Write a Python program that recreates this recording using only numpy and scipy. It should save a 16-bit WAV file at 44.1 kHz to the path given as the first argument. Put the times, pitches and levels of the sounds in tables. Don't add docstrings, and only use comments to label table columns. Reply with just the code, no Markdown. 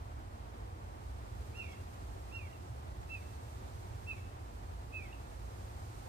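import sys
import numpy as np
from scipy import signal
from scipy.fft import rfft, irfft, next_fast_len
from scipy.io import wavfile

SR = 44100
rng = np.random.default_rng(int(sys.argv[2]) if len(sys.argv) > 2 else 0)


def to_wav(sig):
    pcm = np.clip(np.atleast_2d(sig), -1, 1) * 32767
    pcm = np.round(pcm).astype(np.int16)
    wavfile.write(sys.argv[1], SR, pcm.T)


N = 268304

T = np.arange(N) / SR
FREQ = np.maximum(np.arange(N // 2 + 1) * SR / N, 1)


def undb(db):
    return 10 ** (np.asarray(db) / 20)


def level(x, db):
    return x * undb(db) / np.sqrt(np.mean(x ** 2))


def at_hz(table, hz):
    points, *columns = np.transpose(table)
    return [np.interp(np.log(hz), np.log(points), column) for column in columns]


def pan(db):
    return undb(np.array([[1], [-1]]) * db / 2)


def noise(channels=2):
    return rfft(rng.standard_normal((channels, N)))


def walk(rate):
    size = next_fast_len(N)
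    hz = np.arange(size // 2 + 1) * SR / size
    spectrum = rfft(rng.standard_normal(size)) / (1 + (hz / rate) ** 4)
    return level(irfft(spectrum, size)[:N], 0)


def at_ports(gain):
    # (frequency [Hz], likeness [0-1], left lead [radians], left minus right [dB])
    port_pair = [(34.5, 1, 0.25, -4), (85, 0.96, 0.13, -1), (220, 0.81, 0.11, -3.5), (286, 0.6, 0.74, -1.5),
                 (440, 0.52, 2.1, -0.5), (576, 0.66, 2.23, 0), (1455, 0.7, 3.37, -2),
                 (1820, 0.11, 3.66, -1.5), (4500, 0.18, 3.5, 1)]
    likeness, lead, balance_db = at_hz(port_pair, FREQ)
    likeness = np.clip(likeness, 0, 1)
    shared = noise(channels=1) * np.exp(.5j * lead * np.array([[1], [-1]]))
    mixed = np.sqrt(likeness) * shared + np.sqrt(1 - likeness) * noise()
    return irfft(mixed * gain * pan(balance_db), N)


def traffic(boom_db=0.15, roads_db=-52.0, waver_db=0.72, split_hz=66):
    # (centre [Hz], distance from centre where it is 12 dB down [Hz], relative level [dB])
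    resonances = [(39.2, 20, -11), (54.95, 9.5, 4.5), (75, 20, 1.5), (92, 7.1, 2.5), (106.2, 23.6, -4),
                  (114.8, 10.2, -4.5), (184, 20, -21.5), (365, 13, -16)]
    # (time [s], relative level of the deep band [dB], relative level of the upper band [dB])
    rumble_levels = [(0.0, -48, -49.5), (0.36, -52, -51), (1.32, -49, -47.5), (1.74, -56.5, -48.5),
                     (1.92, -54, -49.5), (2.28, -48, -47), (2.7, -63, -47), (3.0, -49, -47),
                     (3.42, -56, -49), (3.96, -51, -45), (4.26, -53, -49.0), (4.5, -52.5, -52.5),
                     (4.74, -50, -46.5), (5.1, -52, -49.5), (5.28, -52, -51), (5.46, -50.5, -47.5),
                     (6.06, -50.0, -48)]
    # (frequency [Hz], relative density [dB per Hz])
    road_colour = [(20, -36), (60, 9), (150, 0.5), (230, 0), (350, 0.5), (550, -1), (760, 1.5), (1250, -5),
                   (1700, -12), (2500, -16.5), (4000, -23), (9000, -38)]

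    power = sum(undb(db) ** 2 / (1 + ((FREQ - hz) / width) ** 2) ** 4 for hz, width, db in resonances)
    times, deep_db, upper_db = np.transpose(rumble_levels)
    boom = 0
    for band, levels_db in [(FREQ < split_hz, deep_db), (FREQ >= split_hz, upper_db)]:
        drone = level(at_ports(np.sqrt(power) * band), boom_db)
        boom = boom + drone * undb(np.interp(T, times, levels_db))
    wash = at_ports(undb(at_hz(road_colour, FREQ)[0])) * undb(waver_db * walk(22))
    return boom + level(wash, roads_db)


def leaves(hiss_db=7.0, flicker_db=0.54):
    # (frequency [Hz], relative density [dB per Hz], left minus right [dB])
    leaf_colour = [(1400, 4.5, -5), (3100, -4.5, -12), (4130, 0.5, -6.5), (6150, 0, -2.5),
                   (8860, 0.5, -0.5), (10170, -5, -1), (11200, -8, 2.5), (13000, -4.5, -3),
                   (15800, -10.5, 4)]
    # (time [s], relative level [dB])
    hiss_levels = [(0.1, -74), (0.82, -73.5), (1.71, -69), (2.91, -72), (3.19, -69), (4.19, -69.5),
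                   (4.34, -72), (6.0, -68)]
    colour_db, balance_db = at_hz(leaf_colour, FREQ)
    hiss = irfft(noise() * undb(colour_db) * pan(balance_db), N)
    uneven_db = np.interp(T, *np.transpose(hiss_levels))
    return level(hiss, hiss_db) * undb(uneven_db + flicker_db * walk(20))


def far_birds():
    # (time [s], length [s], pitch [Hz], rise [octaves], peak level before echoes [dB],
    #             waver [share of the pitch])
    hoots = [(0.54, 0.2, 474, 0.01, -69.5, 0.02), (0.68, 0.15, 316, -0.016, -70, 0.013)]
    out, wander = np.zeros(N), walk(40)
    for start, length, hz, rise, db, waver in hoots:
        on = (T > start) & (T < start + length)
        part = (T[on] - start) / length
        pitch = hz * 2 ** (rise * (part - .5)) * (1 + waver * wander[on])
        tone = np.sin(2 * np.pi * np.cumsum(pitch) / SR)
        out[on] += undb(db) * np.sin(np.pi * part) * tone
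    return out


def grove(x, near_t60=0.28, near_db=-12, far_t60=0.91, far_db=-16, build_s=0.0048, return_s=0.16, return_db=-31):
    t = T[:SR]
    limbs = rng.standard_normal((2, SR)) ** 5 * undb(-60 * t / near_t60) * (t > .012)
    canopy = rng.standard_normal((2, SR)) * undb(-60 * t / far_t60) * (1 - np.exp(-t / build_s))
    far_trees = rng.standard_normal((2, SR)) * np.exp(-((t - return_s) / 0.042) ** 2)
    response = level(limbs, near_db) + level(canopy, far_db) + level(far_trees, return_db)
    return signal.fftconvolve(x[None], response / np.sqrt(SR), axes=1)[:, :N]


def woodpecker(ending_echo_db=-2):
    # (time [s], scoop [Hz], scoop [s], pitch held [s], loud part [s], whole length [s],
    #  top pitch [Hz], initial fall [Hz per s], deepest fall [Hz], relative level [dB],
    #  weak ending [dB], its fade [dB per s], other harmonics [dB],
    #  straight path over echoes, relative [dB]: low while the trunk hides the bird)
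    calls = [(1.528, 279, 0.022, 0.073, 0.069, 0.24, 1394, 5240, 304, -48, -13.5, 50, 1, -5.5),
             (2.308, 149, 0.016, 0.059, 0.055, 0.26, 1378, 3020, 700, -49, -11, 80, 3, 0),
             (3.084, 90, 0.01, 0.062, 0.067, 0.15, 1333, 3000, 400, -49.5, -16, 130, 0, 3),
             (4.057, 148, 0.0127, 0.035, 0.056, 0.15, 1361, 2650, 520, -48, -15, 120, -5, 2),
             (4.916, 163, 0.011, 0.055, 0.059, 0.25, 1307, 2486, 904, -49.5, -7, 86, -13, -1.5)]
    sent, straight = np.zeros(N), np.zeros(N)
    for (start, scoop_hz, scoop_s, held_s, loud_s, length_s, top_hz, fall, depth_hz, db,
         ending_db, fade, overtone_db, shade_db) in calls:
        on = (T > start) & (T < start + length_s)
        t = T[on] - start
        pitch = arch(t, scoop_hz, scoop_s, held_s, top_hz, fall, depth_hz)
        tone = syrinx(pitch, overtone_db)
        call = tone * effort(t, scoop_s, loud_s, ending_db, fade) * undb(db)
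        ending = np.clip(t / loud_s - 1, 0, 1)
        sent[on] += call * undb(ending_echo_db * ending - shade_db)
        straight[on] += call
    return sent, straight


def arch(t, scoop_hz, scoop_s, held_s, top_hz, fall, depth_hz, knee_s=0.0064):
    since_hold = knee_s * np.logaddexp(0, (t - held_s) / knee_s)
    scoop = scoop_hz * np.exp(-(t / scoop_s) ** 2)
    return top_hz - scoop - depth_hz * np.tanh(fall * since_hold / depth_hz)


def syrinx(pitch, overtone_db, waver=0.0034, rasp=0.03, fray=0.0177, break_db=5.5, flicker_db=4,
           fray_sag=0.17, frayed_overtone_db=1.5):
    # (frequency [Hz], gain [dB])
    throat = [(1000, -36), (1350, -27), (1800, -13), (2050, -12), (2300, -3.5), (2700, -1.5), (2900, -19),
              (3100, -24), (3300, -19), (3700, -22), (4100, -35), (5200, -37), (5550, -27), (7000, -49)]
    n = len(pitch)
    sag = 1 - pitch / np.maximum.accumulate(pitch)
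    frayed = np.tanh(sag / fray_sag)
    pitch = pitch * (1 + (waver + fray * frayed) * walk(110)[:n])
    phase = 2 * np.pi * np.cumsum(pitch) / SR
    others_db = overtone_db * (1 - frayed) + frayed_overtone_db * frayed + flicker_db * walk(53)[:n]
    stack = np.zeros(n)
    for k in range(1, 6):
        harmonic_db = at_hz(throat, k * pitch)[0] + others_db * (k != 2)
        stack += undb(harmonic_db) * np.sin(k * phase)
    return stack * (1 + rasp * walk(200)[:n]) * undb(break_db * frayed * walk(96)[:n])


def effort(t, scoop_s, loud_s, ending_db, fade):
    attack_db, attack_scoops, swell_db_per_s = 18, 1.63, 101
    release_s, edge_s = 0.02, 0.0075
    before, after = np.maximum(loud_s - t, 0), np.maximum(t - loud_s, 0)
    rise_db = -attack_db * np.exp(-(t / (attack_scoops * scoop_s)) ** 2) - swell_db_per_s * before
    release_db = ending_db * (1 - np.exp(-(after / release_s) ** 2)) - fade * after
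    edges = np.clip(np.minimum(t, t[-1] - t) / edge_s, 0, 1)
    return undb(rise_db + release_db) * edges


def flutter(x, tremble_s=.000042, rate=60):
    return np.array([np.interp(T + tremble_s * walk(rate), T, side) for side in x])


def scene():
    far = far_birds()
    sent, straight = woodpecker()
    late_left = np.interp(T - .00008, T, straight)
    direct = np.array([late_left, straight]) * pan(-6.3) * undb(11.0)
    echoes = flutter(grove(sent)) * pan(-0.65) * undb(13.2)
    return traffic() + leaves() + far + grove(far, far_db=12.0) + direct + echoes


def record(dry):
    return signal.sosfilt(signal.ellip(10, .2, 70, 15400, fs=SR, output="sos"), dry)


dry = scene()
out = record(dry)
to_wav(out)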